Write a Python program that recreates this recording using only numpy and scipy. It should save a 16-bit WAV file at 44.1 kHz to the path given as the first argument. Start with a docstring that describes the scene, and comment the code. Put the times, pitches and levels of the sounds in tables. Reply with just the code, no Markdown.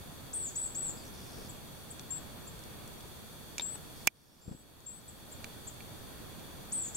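"""Over the hush of a still winter forest come the thin trilled notes of a crested tit at a wooden feeder.
Its syrinx glides one nearly pure tone into trills, rising whistles and chips; a far bird twitters.
The tit flutters away and back, pushing puffs of air; beak, claws and dropped bits tick on the wood
and briefly ring the housing of a small camera. A morsel drops with a clack; one hard knock drives
the camera's limiter down, and the forest hush creeps back over about a second."""
import sys
import numpy as np
from scipy import signal
from scipy.fft import rfft, irfft
from scipy.io import wavfile
from scipy.ndimage import uniform_filter1d, minimum_filter1d

SR = 44100
rng = np.random.default_rng(int(sys.argv[2]) if len(sys.argv) > 2 else 0)


def pcm_store(signal):
    """Save signal as 16-bit PCM."""
    levels = np.round(np.clip(np.atleast_2d(signal), -1, 1) * 32767)
    wavfile.write(sys.argv[1], SR, levels.astype(np.int16).T)


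N = 306936
T = np.arange(N) / SR

# Spectra of forest air, microphone hiss and wing rush. Each row: frequency in Hz, relative density in dB.
FOREST_SPECTRUM = [(20, -8.5), (42, -4.5), (80, -1), (150, -1.5), (280, -6.5), (600, -11.5), (1200, -16.5),
                   (2200, -20.5), (4000, -26), (8000, -57)]
HISS_SPECTRUM = [(1000, -3), (2700, -11.5), (3400, 11.5), (3950, 0.5), (4400, 9), (5200, -3.5), (6000, 3),
                 (7500, -0.5), (9000, 3), (11000, 1.5), (13000, 3), (15500, -2.5)]
RUSH_SPECTRUM = [(30, -4), (80, -2.5), (350, -4.5), (900, -15), (2500, -24), (6000, -31)]
# The far bird's purrs. Each row: start and length in seconds, first pitch, last pitch and pitch scatter
# in Hz, level at the source in dB.
FAR_PURRS = [(.96, .082, 5000, 4400, 300, -57.5), (1.037, .055, 5500, 5900, 850, -58),
             (1.125, .36, 5250, 5200, 950, -58.7), (3.95, .09, 4800, 4800, 1200, -61),
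             (4.14, .41, 5100, 5000, 1100, -59)]
# Flutter at the board's edge. Each row: peak time, rise and fall constants in seconds, level in dB.
FLUTTER_BURSTS = [(.88, .15, .11, -48.5), (1.4, .08, .06, -48.5)]
# Wing strokes by the microphone. Each row: time in seconds, push level in dB, eddy level in dB.
WING_STROKES = [(4.455, -48, -43), (4.481, -24.5, -35), (4.515, -24, -34), (4.55, -31.5, -50)]
# Modes of the camera's housing and of a morsel striking the board. Each row: frequency in Hz,
# relative level in dB, time to decay by 60 dB in seconds.
HOUSING_MODES = [(380, -26, 0.0185), (1080, -30, 0.0083), (1700, -15.5, .006), (2370, -3.5, 0.022),
                 (2630, -4, 0.012), (3350, -18, .014), (4600, -14.5, 0.0078), (5780, -23.5, 0.014),
                 (6500, -14, 0.013)]
CLACK_MODES = [(970, -14, .04), (3150, -15, .045), (3623, 0, .028), (3795, -9, .026)]
# Taps on the feeder by beak, claws and dropped bits. 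Each row: start in seconds, crack level in dB, crack
# centre in Hz, # ring gain in dB, the crack's left minus right in dB.
LIGHT_TAPS = [(1.9952, -35.5, 4500, -49, 7), (2.5915, -47, 7000, -70, 6), (2.6375, -43, 5500, -58, 2),
              (2.877, -43.5, 8000, -70, 5), (3.0075, -42.5, 5500, -64, 3), (3.5818, -25.5, 6500, -33, -3),
              (3.5857, -38, 6400, -43, 9), (3.7568, -40.5, 1400, -64, 0), (4.8047, -46, 6000, -66, 10),
              (5.4436, -34, 4000, -35.5, -1), (5.806, -58, 4000, -43, -4), (6.3958, -48, 4000, -57, 4)]
# The tit's chips. Each row: time of the top and length in seconds, top pitch and droop in Hz, level in dB.
CHIP_NOTES = [(1.5, 0.023, 7880, 1690, -44.5), (1.912, 0.027, 8150, 1500, -45.5),
              (2.479, 0.025, 7540, 1000, -47), (5.089, 0.028, 8010, 1100, -44.5),
              (5.327, .028, 7630, 1100, -48.5), (5.68, 0.026, 7700, 1520, -41.5)]
# Its whistles. 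Each row: start and length in seconds, first and last pitch in Hz, then starting level,
# change over the note and left minus right in dB.
WHISTLE_NOTES = [(2.104, 0.092, 7400, 7880, -36.2, -9, 7.3), (3.617, .152, 7440, 8190, -37.5, -8.5, 8),
                 (4.414, .218, 7260, 8100, -51, -2.5, 1), (4.862, .142, 7350, 8250, -36, -18, 6.5)]
# Its trills. Each row: start and length in seconds; first and last base pitch, arch, overshoot, final
# drop and trill depth in Hz; base level, change over the note and left minus right in dB.
TRILL_NOTES = [(0.327, 0.179, 8170, 6650, 520, 600, 3000, 430, -36.5, -4.5, 3),
               (0.5505, .13, 7920, 7700, 100, 0, 2200, 170, -34.5, -3.5, 3),
               (0.743, 0.171, 7560, 7200, 500, 0, 900, 330, -38, 0, 3.5),
               (6.717, 0.182, 8300, 6700, 230, 420, 1400, 520, -33, -10, 2.5),
               (6.941, .13, 7890, 7620, 170, 0, 1900, 170, -35, -4.5, 2)]

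CONTACT_S = .067
RING_SIDE_DB = -12.5  # the housing's ring reaches the right microphone port more strongly


def undb(db):
    """Amplitude grows tenfold for every 20 dB."""
    return 10 ** (np.asarray(db) / 20)


def unit(x):
    """Normalisation to an rms of one."""
    return x / np.sqrt(np.mean(x ** 2))


def clock(length):
    """Uniform sampling: the sample times of an event, in seconds."""
    return np.arange(int(length * SR)) / SR


def pan(db):
    """Level difference marks direction: two gains, left minus right in dB."""
    return undb(np.array([[db], [-db]]) / 2)


def add(out, start, x):
    """Superposition: a short sound adds to the mix at a time in seconds."""
    i = int(start * SR)
    out[:, i:i + x.shape[-1]] += x[..., :max(N - i, 0)]


def band_noise(size, hz, width_hz):
    """Resonance, applied twice, selects a band of white noise for each ear."""
    b, a = signal.iirpeak(min(hz, SR * .45), hz / min(width_hz, SR / 4), fs=SR)
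    noise = rng.standard_normal((2, 2 * size))
    return unit(signal.lfilter(b, a, signal.lfilter(b, a, noise))[:, size:])


def coloured(spectrum):
    """Spectral shaping colours white noise, separately for each ear."""
    hz, db = np.transpose(spectrum)
    bin_hz = np.arange(N // 2 + 1) * SR / N
    gain = undb(np.interp(np.log(bin_hz + 1), np.log(hz), db))
    return unit(irfft(rfft(rng.standard_normal((2, N))) * gain, N))


def drift(size, rate_hz):
    """Averaging smooths random steps into a fluctuation with a spread near one."""
    hold = int(SR / rate_hz)
    steps = np.repeat(rng.standard_normal(size // hold + 2), hold)
    return uniform_filter1d(uniform_filter1d(steps, hold), hold)[:size]


def from_left(x, lag_s):
    """Path difference: sound from the left reaches the right port later."""
    delay = np.exp(-2j * np.pi * np.arange(N // 2 + 1) * SR / N * lag_s)
    return np.array([x[0], irfft(rfft(x[1]) * delay, N)])


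def tree_echoes(x, early_db, late_db, early_s=.018, t60=.35, count=12):
    """Reflection from board and trunk gives early echoes; scattering by branches gives a diffuse tail."""
    t = clock(.6)
    early = np.zeros((2, len(t)))
    for ear in early:
        arrivals = (SR * early_s * rng.uniform(.1, 1, count)).astype(int)
        ear[arrivals] = rng.choice([-1, 1], count) / np.sqrt(count)
    late = rng.standard_normal(early.shape) * undb(-60 * t / t60) * np.minimum(t / .012, 1)
    response = undb(early_db) * early + undb(late_db) * unit(late) / np.sqrt(len(t))
    return signal.fftconvolve(x, response, axes=1)[:, :N]


def syrinx(t, hz, db, attack_s, release_s, waver_hz, flicker_db):
    """Self-sustained oscillation gives a nearly pure tone, trembling slightly in pitch and strength."""
    gate = np.clip(t / attack_s, 0, 1) * np.clip((t[-1] - t) / release_s, 0, 1)
    phase = 2 * np.pi * np.cumsum(hz + waver_hz * drift(len(t), 400)) / SR
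    return np.sqrt(2) * gate * undb(db + flicker_db * drift(len(t), 123)) * np.sin(phase)


def crack(hz, width_hz, t60):
    """A brief impact has a broad spectrum: decaying noise of set energy, partly alike in both ears."""
    t = clock(CONTACT_S)
    decay = undb(-60 * t / t60)
    rms = np.sqrt(np.mean(decay ** 2))
    alike, apart = (rms * unit(noise * decay) for noise in band_noise(len(t), hz, width_hz))
    return .8 * alike + apart * np.array([[.6], [-.6]])


def ringing(modes):
    """Free vibration: a struck body sounds as a sum of damped sinusoids."""
    t = clock(CONTACT_S)
    return sum(undb(db - 60 * t / t60) * np.sin(2 * np.pi * hz * t) for hz, db, t60 in modes)


def hush(forest_db=-49, hiss_db=-53, sway_db=1.13, side_db=-.96, shared=.26):
    """Broadband noise: far air in the treetops sways gently under the microphone's even hiss."""
    air = coloured(FOREST_SPECTRUM)
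    air = unit(air + shared * air.mean(axis=0)) * undb(forest_db + sway_db * drift(N, 4.11))
    return pan(side_db) * air + undb(hiss_db) * coloured(HISS_SPECTRUM)


def far_bird(purr_hz=78, depth=.83, husk_db=-7):
    """Amplitude modulation makes a hoarse voice purr; much of it arrives by way of the trees."""
    out = np.zeros((2, N))
    for start, length, first, last, scatter, db in FAR_PURRS:
        t = clock(length)
        hz = first + (last - first) * t / length + scatter * drift(len(t), 2500)
        purr = 1 + depth * np.sin(2 * np.pi * purr_hz * t + drift(len(t), 25))
        tone = syrinx(t, hz, db, attack_s=.015, release_s=.0086, waver_hz=101, flicker_db=.5)
        husk = undb(db + husk_db) * band_noise(len(t), 9500, 3500)
        add(out, start, purr * (tone + husk))
    return undb(-2.5) * out + tree_echoes(out, early_db=-7.5, late_db=-12)


def flutter(beat_hz=27, depth=.86, side_db=2):
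    """Air displacement: the wings push a soft rush once a beat, in bursts that swell and die away."""
    effort = sum(undb(db) * np.exp(-np.maximum((peak - T) / rise, (T - peak) / fall))
                 for peak, rise, fall, db in FLUTTER_BURSTS)
    beat = 1 + depth * np.sin(2 * np.pi * beat_hz * T + drift(N, 9.5))
    return pan(side_db) * coloured(RUSH_SPECTRUM) * beat * effort


def wing_strokes(push_s=.0011, eddy_s=.01, lead_s=.004, side_db=3, feather_db=-22):
    """Near-field flow: each braking stroke pushes a pressure pulse, sheds eddies and rustles feathers."""
    out, t = np.zeros((2, N)), clock(.07)
    pulse_time = (t - lead_s) / push_s
    push = -pulse_time * np.exp((1 - pulse_time ** 2) / 2)
    for time, push_db, eddy_db in WING_STROKES:
        air = band_noise(len(t), 120, 260) + undb(feather_db) * band_noise(len(t), 1500, 5000)
        eddies = air * t / eddy_s * np.exp(1 - t / eddy_s)
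        add(out, time - lead_s, pan(side_db) * (undb(push_db) * push + undb(eddy_db) * eddies))
    return out


def taps(width_hz=4800, t60=.01):
    """Impulse excitation: each tap on the feeder cracks and briefly rings the camera's housing."""
    out = np.zeros((2, N))
    ring = pan(RING_SIDE_DB) * ringing(HOUSING_MODES)
    for start, crack_db, hz, ring_db, side_db in LIGHT_TAPS:
        click = pan(side_db) * undb(crack_db) * crack(hz, width_hz, t60)
        add(out, start, click + undb(ring_db) * ring)
    return out


def morsel(start_s=3.5968, bounce_s=.0118, crack_db=-36, crack_loss_db=4, ring_loss_db=14, side_db=3.5):
    """Inelastic collision: a hard morsel clacks on the board and loses energy at each quick bounce."""
    out = np.zeros((2, N))
    ring = pan(side_db) * undb(-26) * ringing(CLACK_MODES)
    ring += pan(RING_SIDE_DB) * undb(-34) * ringing(HOUSING_MODES)
    for bounce in range(3):
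        click = undb(crack_db - bounce * crack_loss_db) * crack(hz=3700, width_hz=3200, t60=.021)
        add(out, start_s + bounce * bounce_s, pan(side_db) * click + undb(-bounce * ring_loss_db) * ring)
    return out


def knock(strike_s=4.0747, graze_lead_s=.0028, snap_lead_s=.0004):
    """Hard impact: something grazes the wood close by, then snaps and thuds, ringing the housing."""
    out = np.zeros((2, N))
    graze = crack(hz=6800, width_hz=4500, t60=.016)
    graze += undb(-11) * crack(hz=1500, width_hz=3000, t60=.012)
    add(out, strike_s - graze_lead_s, undb(-16) * graze)
    snap = undb(-7.5) * crack(hz=13200, width_hz=2400, t60=.005)
    snap += undb(-17.5) * crack(hz=6700, width_hz=2000, t60=.011)
    add(out, strike_s - snap_lead_s, pan(-3.5) * snap)
    thud = undb(-14.5) * crack(hz=1500, width_hz=3600, t60=.0065)
    add(out, strike_s, pan(RING_SIDE_DB) * (thud + undb(3) * ringing(HOUSING_MODES)))
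    return out


def chips(side_db=3.5, top_share=.45):
    """A rapid frequency sweep, up and down again, is heard as a contact chip."""
    out = np.zeros((2, N))
    for top_s, length, top_hz, droop, db in CHIP_NOTES:
        t = clock(length)
        hz = top_hz - droop * np.sin(np.pi * (t / length - top_share) * .85) ** 2
        tone = syrinx(t, hz, db, attack_s=.009, release_s=.012, waver_hz=40, flicker_db=1)
        add(out, top_s - top_share * length, pan(side_db) * tone)
    return out


def whistles(shiver_hz=96, depth_hz=140, drop_hz=800, drop_s=.0065, throb_db=.8, rasp_hz=90,
             steady_share=.3, wander_hz=35):
    """A frequency glide: each thin note starts clean, then climbs and fades under a rough shiver."""
    out = np.zeros((2, N))
    for start, length, first, last, db, fade_db, side_db in WHISTLE_NOTES:
        t = clock(length)
        progress = t / length
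        strain = 1 - np.exp(-(progress / steady_share) ** 2)
        shiver = strain * np.sin(2 * np.pi * shiver_hz * t + .6 * drift(len(t), 40))
        hz = first + (last - first) * progress + depth_hz * shiver
        hz -= drop_hz * np.exp((t - length) / drop_s)
        hz += rasp_hz * progress * drift(len(t), 1500) + wander_hz * drift(len(t), 30)
        level_db = db + fade_db * progress + throb_db * shiver
        tone = syrinx(t, hz, level_db, attack_s=.004, release_s=.012, waver_hz=35, flicker_db=.6)
        add(out, start, pan(side_db) * tone)
    return out


def trills(scoop_hz=5400, scoop_s=.005, drop_s=.0055, trill_hz=53, crest_s=.02, crest_width_s=.0082,
           full_voice_hz=7300, weaker_db_per_hz=.0027, rasp_hz=160, throb_db=1.5):
    """Frequency modulation: each note scoops up, arches with a widening, raspy trill and drops away."""
    out = np.zeros((2, N))
    for start, length, first, last, arch, overshoot, drop, depth, db, fade_db, side_db in TRILL_NOTES:
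        t = clock(length)
        progress = t / length
        strain = np.sin(np.pi / 2 * progress) ** 2  # trill and rasp grow as the note tires
        trill = strain * np.cos(2 * np.pi * trill_hz * t + .25 * drift(len(t), 40))
        hz = first + (last - first) * progress + arch * (1 - (2 * progress - 1) ** 2) + depth * trill
        hz += overshoot * np.exp(-((t - crest_s) / crest_width_s) ** 2)
        hz -= scoop_hz * np.exp(-t / scoop_s) + drop * np.exp((t - length) / drop_s)
        level_db = db + fade_db * progress + throb_db * trill
        level_db -= weaker_db_per_hz * np.maximum(full_voice_hz - hz, 0)  # low pitches are weaker
        hz += rasp_hz * strain * drift(len(t), 1500)
        tone = syrinx(t, hz, level_db, attack_s=.012, release_s=.018, waver_hz=55, flicker_db=1)
        add(out, start, pan(side_db) * tone)
    return out


def scene():
    """Direct and reflected sound add: trills scatter most among the trees, chips and whistles less."""
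    trilled, chipped, whistled = trills(), chips(), whistles()
    trilled += tree_echoes(trilled, early_db=-7, late_db=-7.2, t60=.42)
    chipped += tree_echoes(chipped, early_db=-7.5, late_db=-11)
    whistled += tree_echoes(whistled, early_db=-14, late_db=-21)
    calls = from_left(trilled + chipped + whistled, lag_s=.00003)
    return hush() + far_bird() + flutter() + wing_strokes() + taps() + morsel() + knock() + calls


def record(dry, ceiling_db=-2.5, recover_db_per_s=12, notch_step_hz=1025, notch_width_hz=110, top_hz=15650):
    """Peak limiting ducks the gain at once and recovers slowly; notches and a low-pass cut the treble."""
    peak = np.abs(dry).max(axis=0) + 1e-9
    over_db = np.maximum(20 * np.log10(peak) - ceiling_db, 0)
    over_db = -minimum_filter1d(-over_db, size=9)  # hold each peak over nine samples
    recovery_db = recover_db_per_s * T
    cut_db = np.maximum.accumulate(over_db + recovery_db) - recovery_db
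    out = dry * undb(-cut_db)
    for hz in notch_step_hz * np.arange(2, 7):
        out = signal.lfilter(*signal.iirnotch(hz, hz / notch_width_hz, fs=SR), out)
    return signal.sosfilt(signal.ellip(8, .2, 70, top_hz, fs=SR, output="sos"), out)


dry = scene()
out = record(dry)
pcm_store(out)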